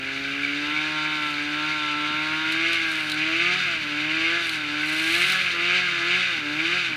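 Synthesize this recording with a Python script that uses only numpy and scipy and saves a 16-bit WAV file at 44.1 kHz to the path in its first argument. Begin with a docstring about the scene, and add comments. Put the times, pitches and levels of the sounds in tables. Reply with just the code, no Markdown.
"""An engine hums and clatters, rising and easing with the throttle: a four-stroke twin snowmobile
in fresh snow, heard from the rider's helmet. Exhaust pulses hum through muffler and pipe, the intake
honks under steady load, knocks ring in the hood and a loose panel buzzes, all over the track's drone.
Thrown snow and dry stalks patter on the cowl, the chassis thumps over a few bumps,
and the engine whines briefly on two high orders."""
import sys
import numpy as np
from scipy import signal
from scipy.fft import rfft, irfft
from scipy.io import wavfile
from scipy.ndimage import uniform_filter1d

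SR = 44100
rng = np.random.default_rng(int(sys.argv[2]) if len(sys.argv) > 2 else 0)


def to_wav(s):
    """Save 16-bit WAV."""
    ch = np.atleast_2d(s).T  # columns
    pcm = np.round(np.clip(ch, -1, 1) * 32767)  # PCM
    wavfile.write(sys.argv[1], SR, pcm.astype(np.int16))


N = 306936
TIME = np.arange(N) / SR
FREQS = np.fft.rfftfreq(N, 1 / SR)
CUTOFF_HZ = 15400

# Engine speed. Each row: time in seconds, firing rate in Hz.
FIRING_RATE = [(0.0, 133.1), (0.584, 145.2), (0.822, 154.1), (1.146, 152.9), (1.409, 146.1), (1.692, 154.4),
               (1.918, 148.2), (2.49, 158.2), (2.717, 168.5), (3.118, 150.8), (3.321, 162.1),
               (3.602, 187.7), (3.831, 149.7), (3.929, 146.7), (4.39, 172.3), (4.557, 154.7), (4.687, 147),
               (5.074, 161.5), (5.288, 185.7), (5.37, 189.2), (5.566, 169.2), (5.789, 182.8),
               (6.015, 168.7), (6.249, 188.5), (6.427, 145), (6.551, 150.2), (6.777, 184.2), (6.96, 148.2)]
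# Muffler output for the two lowest orders. Each row: frequency in Hz, level in dB.
MUFFLER_RESPONSE = [(134, -51.5), (146, -51), (155, -46.5), (166, -56), (177, -45), (187, -45),
                    (268, -42.5), (290, -34.5), (306, -37.5), (326, -35), (351, -40), (362, -42),
                    (372, -49.5)]
# Other exhaust orders; unequal cylinders give the halves. Each row: firing-rate multiple, level in dB.
EXHAUST_ORDERS = [(.5, -60), (1.5, -64), (2.5, -63.5), (3, -49.5), (3.5, -66), (4, -50), (4.5, -75.5),
                  (5, -51.5), (5.5, -75), (6, -49), (6.5, -74), (7, -46.5), (7.5, -55.5), (8, -53.5)]
# Standing waves in the pipe. Each row: centre in Hz, width in Hz, gain in dB.
PIPE_MODES = [(370, 120, 6), (465, 45, -9.5), (505, 30, -1), (551, 61, -3), (658, 91, 3), (740, 180, 0.5),
              (1003, 250, -10), (1230, 220, 1.5)]
# Intake partials. Each row: firing-rate multiple, relative level in dB.
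INTAKE_ORDERS = [(6, -5), (7, -8), (8, -7), (9, 6.5), (14, -5), (18, -2)]
# Intake honks at steady throttle. Each row: start in seconds, length in seconds, level in dB.
HONK_SPELLS = [(.6, 0.33, -44.5), (.9, 0.38, -40.5), (1.52, 0.93, -40), (5.25, 0.949, -53.5)]
# Airbox ringing. Each row: centre in Hz, width in Hz, gain in dB.
AIRBOX_MODES = [(2780, 120, 9.5), (3245, 450, -1.5), (3750, 700, 3.5)]
# Throttle squeezes. Each row: start in seconds, length in seconds, opening in dB re wide open.
THROTTLE_SPELLS = [(.24, 0.61, -13), (1.53, 0.16, -17), (2.44, 0.36, -2.5), (3.16, 0.32, 0),
                   (3.97, .33, -1.5), (4.75, 0.29, -5), (5.03, .22, -1), (5.58, .22, -2), (6.05, 0.12, -2),
                   (6.55, 0.21, -4.5)]
# Hood transmission. Each row: frequency in Hz, gain in dB.
HOOD_RESPONSE = [(300, -72), (700, -23), (1000, -26), (1200, -14.5), (1400, -4.5), (1700, -2), (2100, 0),
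                 (2600, -2), (3000, -5.5), (4700, -13.5), (5500, -19.5), (7500, -31.5), (10500, -43.5),
                 (15000, -58)]
# Hood resonances and dips. Each row: centre in Hz, width in Hz, gain in dB.
HOOD_MODES = [(1845, 207, -12), (2480, 45, 2), (2860, 20, -0.5), (3290, 260, -5.5), (3663, 100, 6),
              (5340, 540, -8), (8300, 400, -3), (8800, 600, 6), (11740, 470, 7.5)]
# Low, middle and bright clatter. Each row: cruise level in dB, dB per Hz of firing rate,
# wide-open gain in dB, overrun gain in dB, flicker in dB, flicker rate in Hz.
CLATTER_BANDS = [(-33, 0.1226, -0.2, -1.7, 0.44, 50), (-29, 0.1187, 4.5, 0.44, 0.86, 29),
                 (-36, 0.1421, 1, -0.6, 1.12, 24)]
# Loose panel at low revs. Each row: start in seconds, length in seconds, level in dB.
CHATTER_SPELLS = [(.14, 0.21, -34.5), (.41, 0.063, -31), (.72, 0.11, -34)]
# Track speed. Each row: time in seconds, rate of lugs passing the drive wheel in Hz.
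LUG_RATE = [(0, 87), (1.2, 85), (2.4, 96.6), (2.6, 126.1), (3.0, 99.5), (3.6, 148.8), (3.85, 106),
            (4.45, 120.1), (4.9, 93.8), (5.35, 148.8), (5.6, 112.7), (5.88, 141.2), (6.45, 114), (6.8, 137),
            (6.96, 120)]
# Chassis rumble. Each row: frequency in Hz, gain in dB.
CHASSIS_RESPONSE = [(20, -10), (55, -7), (100, -2.5), (180, 2.5), (235, -1.5), (290, 6.5), (380, 3.5),
                    (470, -11), (560, -2), (900, -19), (1500, -2.5), (4000, -27)]
# One grain's hit. Each row: frequency in Hz, gain in dB.
GRAIN_SPECTRUM = [(1000, -32), (3000, 17), (4200, 18.5), (5500, 5), (7000, 3), (9800, 3.5), (11200, -4.5),
                  (12400, -3), (13500, -8), (15500, -7)]
# Snow and stalks sweeping the cowl. Each row: centre in seconds, width in seconds, peak dB above 9 kHz.
COWL_SWEEPS = [(1.27, 0.065, -66), (2.53, .04, -64), (2.75, 0.069, -62), (2.95, 0.082, -57),
               (3.1, 0.079, -58), (4.5, 0.072, -53.5), (4.91, 0.078, -53), (5.19, 0.2, -45)]
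# Stalks snapping. Each row: start in seconds, crack in dB above 9 kHz, decay in seconds, cowl ring in dB.
STALK_SNAPS = [(1.268, -57, 0.0035, -46), (1.341, -61, 0.0043, -29), (2.521, -44, 0.0083, -33),
               (2.731, -40, .004, -30), (2.742, -50, 0.0046, -38), (2.917, -40, 0.0017, -47),
               (2.956, -44, 0.0016, -42), (3.098, -38, 0.0026, -31), (3.118, -38, 0.0034, -25),
               (3.143, -43, 0.0018, -36), (4.494, -38, 0.0034, -32), (4.882, -50, 0.0017, -32.5),
               (4.997, -39, 0.0021, -44), (5.322, -32.5, 0.0028, -36)]
# Bumps under the skis. Each row: centre in seconds, width in seconds, level in dB.
SKI_BUMPS = [(2.121, .03, -43), (2.5, 0.027, -49), (3.79, .08, -45.5), (6.38, .032, -45),
             (6.904, 0.036, -42)]
# Brief engine whines. Each row: start in seconds, length in seconds, level in dB.
WHINE_SPELLS = [(2.5, 0.42, -35), (4.2, .16, -36), (4.76, 0.43, -36)]


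def amp(db):
    """dB to gain."""
    return 10 ** (np.asarray(db) / 20)


def unit(x):
    """Scale to rms 1."""
    return x / np.sqrt(np.mean(x ** 2) + 1e-20)


def curve(rows):
    """Time table at every sample."""
    return np.interp(TIME, *np.transpose(rows))


def spells(rows, attack_s, release_s):
    """Gain of events that rise, hold and decay."""
    return sum(amp(db) * np.clip((TIME - start_s) / attack_s, 0, 1)
               * np.exp(-np.maximum(TIME - start_s - length_s, 0) / release_s)
               for start_s, length_s, db in rows)


def swells(rows):
    """Gain of Gaussian swells."""
    return sum(amp(db) * np.exp(-((TIME - centre_s) / width_s) ** 2) for centre_s, width_s, db in rows)


def shape(rows):
    """Spectrum table as a dB curve."""
    hz, db = np.transpose(rows)
    return np.interp(np.log(FREQS + 1), np.log(hz), db)


def bells(rows):
    """Resonances and dips as a dB curve."""
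    return sum(db * np.exp(-(2 * (FREQS - hz) / width_hz) ** 2) for hz, width_hz, db in rows)


def colour(x, db):
    """Filter by a dB curve."""
    return irfft(rfft(x) * amp(db), N)


def band_rms(x, low_hz, high_hz):
    """Rms within a band."""
    return np.std(irfft(rfft(x) * ((FREQS > low_hz) & (FREQS < high_hz)), N)) + 1e-12


def wander(rate_hz, steps=4096):
    """Smooth random drift, rms 1."""
    hz = np.fft.rfftfreq(steps, TIME[-1] / steps)
    slow = unit(irfft(rfft(rng.standard_normal(steps)) * np.exp(-(hz / rate_hz) ** 2)))
    return np.interp(TIME, np.linspace(0, TIME[-1], steps), slow)


def partial(cycles, flutter, flutter_hz, offset_cycles=None):
    """Tone of rms near 1, fluttering in level and phase."""
    offset_cycles = rng.random() if offset_cycles is None else offset_cycles
    angle = 2 * np.pi * ((cycles + offset_cycles) % 1)
    in_phase = (1 + flutter * wander(flutter_hz)) * np.cos(angle)
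    quadrature = flutter * wander(flutter_hz) * np.sin(angle)
    return np.sqrt(2) * (in_phase + quadrature)


def ring(x, t60_s):
    """Dense modes smear each hit with little colour."""
    t = TIME[:8192]
    modes = rfft(rng.standard_normal(len(t)) * amp(-60 * t / t60_s))
    return unit(signal.oaconvolve(x, irfft(modes / abs(modes) ** .6))[:N])


def ringing_noise(hz, width_hz):
    """Noise in one resonance, rms 1."""
    return unit(irfft(rfft(rng.standard_normal(N)) / (1 + ((FREQS - hz) / width_hz) ** 2) ** 2, N))


def firing_hz(inertia_s=0.0897):
    """Firing rate, smoothed by the flywheel."""
    return uniform_filter1d(curve(FIRING_RATE), size=round(inertia_s * SR), mode="nearest")


def throttle():
    """Throttle opening, 0 to 1."""
    return spells(THROTTLE_SPELLS, attack_s=0.045, release_s=0.053)


def pull(full_hz_per_s=50):
    """0 at steady revs, towards 1 as they climb."""
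    return np.tanh(np.maximum(np.gradient(firing_hz()) * SR, 0) / full_hz_per_s)


def overrun(full_hz_per_s=130):
    """0 under pull, towards 1 as revs fall."""
    return np.clip(-np.gradient(firing_hz()) * SR / full_hz_per_s, 0, 1)


def slack(bite_hz=146, range_hz=1.8):
    """1 at low revs, 0 once the clutch bites."""
    return .5 - .5 * np.tanh((firing_hz() - bite_hz) / range_hz)


def muffler_db(hz):
    """Level the muffler leaves a low order."""
    return np.interp(hz, *np.transpose(MUFFLER_RESPONSE))


def exhaust(firings, upper_db=-1.14, slack_db=-6):
    """Muffled low orders throb and boom under load; the upper ones break up on overrun."""
    rate_hz, shut = firing_hz(), overrun()
    boom = amp(muffler_db(2 * rate_hz) + 2.5 * pull() - 6.5 * shut)
    boom *= partial(2 * firings, flutter=0.0091 + 0.097 * shut, flutter_hz=39.5)
    throb = amp(muffler_db(rate_hz) + 1.5 * throttle() - 3.5 * shut)
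    throb *= partial(firings, flutter=0.093, flutter_hz=25)
    rough, dull = 0.11 + 0.23 * shut, amp(slack_db * slack())
    waver_db = np.interp(rate_hz, [152, 175], [.8, 3.5])
    puffs = np.zeros(N)
    # Aligned phases make one puff a firing, slightly smeared by the pipe.
    for order, db in EXHAUST_ORDERS:
        gain = amp(db + waver_db * wander(rate_hz=8.6)) * (dull if order > 4 else 1)
        puffs += gain * partial(order * firings, rough, flutter_hz=9.1, offset_cycles=0.017 * order ** 2)
    return boom + throb + amp(upper_db - 5.5 * shut) * colour(puffs, bells(PIPE_MODES))


def intake(firings, buzz_db=3, buzz_hz=3300, buzz_width_hz=900, steady_db=-52, slack_db=-20):
    """The airbox honks on a few orders, with a metallic buzz of high orders above."""
    honk = sum(amp(db) * partial(order * firings, flutter=.015 * order, flutter_hz=25)
               for order, db in INTAKE_ORDERS)
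    rate_hz = firing_hz()
    buzz = sum(np.exp(-((order * rate_hz - buzz_hz) / buzz_width_hz) ** 2)
               * partial(order * firings, flutter=.35, flutter_hz=9) for order in range(16, 29))
    buzz = unit(colour(buzz, bells(HOOD_MODES) + bells(AIRBOX_MODES)))
    floor = amp(steady_db + slack_db * slack())
    gain = np.hypot(spells(HONK_SPELLS, attack_s=0.095, release_s=0.076), floor)
    return gain * (honk + amp(buzz_db) * buzz)


def knocks(cycles, jitter_s, uneven=0, spread_db=0):
    """One impulse a cycle, slightly early or late; uneven alternates strong and weak."""
    count = np.arange(1, int(cycles[-1]))
    late, size = rng.standard_normal((len(count), 2)).T
    position = np.clip((np.interp(count, cycles, TIME) + jitter_s * late) * SR, 0, N - 2)
    gain = (1 + uneven * (-1) ** count) * amp(spread_db * size)
    sample, fraction = position.astype(int), position % 1
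    return unit(np.bincount(sample, gain * (1 - fraction), N) + np.bincount(sample + 1, gain * fraction, N))


def clatter(firings, valve_db=1, rasp_db=4, cruise_hz=162.5):
    """Firing knocks, valve taps once a cam turn and belt and clutch rasp, all through the hood."""
    rasp = unit(rng.standard_normal(N) * (1 + 0.11 * np.cos(np.pi * firings)))
    valves = ring(knocks(firings / 2, jitter_s=35e-6), t60_s=0.15)
    cylinders = ring(knocks(firings, jitter_s=30e-6, uneven=0.19, spread_db=0.7), t60_s=0.17)
    inside = cylinders + amp(valve_db) * valves + amp(rasp_db) * rasp
    outside = colour(inside, shape(HOOD_RESPONSE) + bells(HOOD_MODES))
    lowpass = 1 / (1 + (FREQS / 1870) ** 24)
    highpass = 1 - 1 / (1 + (FREQS / 3250) ** 24)
    low = irfft(rfft(outside) * lowpass, N) / band_rms(outside, 1430, 1850)
    middle = irfft(rfft(outside) * (1 - lowpass - highpass), N) / band_rms(outside, 1900, 3200)
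    bright = irfft(rfft(outside) * highpass, N) / band_rms(outside, 3300, 5000)
    excess_hz, load, shut = firing_hz() - cruise_hz, throttle(), overrun()
    sound = np.zeros(N)
    for band, row in zip((low, middle, bright), CLATTER_BANDS):
        cruise_db, db_per_hz, open_db, overrun_db, flicker_db, flicker_hz = row
        level_db = cruise_db + db_per_hz * excess_hz + open_db * load + overrun_db * shut
        sound += band * amp(level_db + flicker_db * wander(flicker_hz))
    return sound


def panel_chatter(firings, uneven_db=4.5, steady_db=-42):
    """A loose panel buzzes on every other firing."""
    bursts = (1 + np.cos(np.pi * firings)) ** 2 * amp(uneven_db * wander(rate_hz=50))
    gain = np.hypot(spells(CHATTER_SPELLS, attack_s=0.019, release_s=0.037), amp(steady_db))
    return gain * unit(bursts * ringing_noise(hz=2325, width_hz=75))


def track(usual_hz=115, drone_db=-55, drone_db_per_hz=0.2737, rumble_db=-49, rumble_db_per_hz=0.02):
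    """Lugs drone and the chassis rumbles, both louder with ground speed."""
    lug_hz = curve(LUG_RATE)
    drone = amp(drone_db + drone_db_per_hz * (lug_hz - usual_hz))
    drone *= partial(np.cumsum(lug_hz) / SR, flutter=0.13, flutter_hz=16)
    rumble = amp(rumble_db + rumble_db_per_hz * (lug_hz - usual_hz) + 1.2 * wander(rate_hz=10))
    rumble *= unit(colour(rng.standard_normal(N), shape(CHASSIS_RESPONSE)))
    return drone + rumble


def spray(grains_per_s=2600, patches=6, spread_db=4, powder=0.5, ring_s=0.0091, steady_db=-70):
    """Snow grains patter on the cowl over a powder hiss; dry stalks snap and make it ring."""
    sizes = amp(spread_db * np.minimum(rng.exponential(1, N), 3.5)) * rng.choice([-1, 1], N)
    # Each cowl patch has its own colour.
    chance = grains_per_s / patches / SR
    patter = unit(sum(ring(sizes * (rng.random(N) < chance), t60_s=.004) for _ in range(patches)))
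    crack_gain, ring_gain = np.zeros((2, N))
    for start_s, crack_db, decay_s, ring_db in STALK_SNAPS:
        after = TIME >= start_s
        age_s = TIME[after] - start_s
        crack_gain[after] += amp(crack_db) * np.exp(-age_s / decay_s)
        ring_gain[after] += amp(ring_db) * np.exp(-age_s / ring_s)
    clumps = amp(1.5 * wander(rate_hz=70))
    snow_gain = amp(steady_db) + swells(COWL_SWEEPS) * clumps
    snow = snow_gain * unit(patter + powder * rng.standard_normal(N))
    cracks = crack_gain * rng.standard_normal(N)
    grain_db = shape(GRAIN_SPECTRUM)
    treble_rms = np.sqrt(np.mean(amp(grain_db) ** 2 * ((FREQS > 9000) & (FREQS < CUTOFF_HZ))))
    cowl = ring_gain * ringing_noise(hz=3940, width_hz=580)
    return colour(snow + cracks, grain_db) / treble_rms + cowl


def bumps():
    """The chassis thumps as the skis cross bumps."""
    thump_db = shape([(30, -8), (110, 4), (300, 9), (480, -8), (1200, -46.5)])
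    return swells(SKI_BUMPS) * unit(colour(rng.standard_normal(N), thump_db))


def engine_whine(firings, upper_db=-6):
    """The engine whines briefly on its tenth and thirteenth orders."""
    tenth = partial(10 * firings, flutter=0.36, flutter_hz=25)
    thirteenth = partial(13 * firings, flutter=.6, flutter_hz=12)
    return spells(WHINE_SPELLS, attack_s=.09, release_s=0.067) * (tenth + amp(upper_db) * thirteenth)


def scene():
    """Mono mix; one crankshaft drives all engine layers."""
    firings = np.cumsum(firing_hz() * (1 + 0.001434 * wander(rate_hz=16.3))) / SR
    tones = exhaust(firings) + intake(firings) + engine_whine(firings)
    rattles = clatter(firings) + panel_chatter(firings)
    return (tones + rattles + track() + bumps() + spray())[None]


def record(dry):
    """Steep low-pass."""
    lowpass = signal.firwin(511, CUTOFF_HZ, window=("kaiser", 9), fs=SR)
    return signal.oaconvolve(dry, lowpass[None], "same")


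dry = scene()
out = record(dry)
to_wav(out)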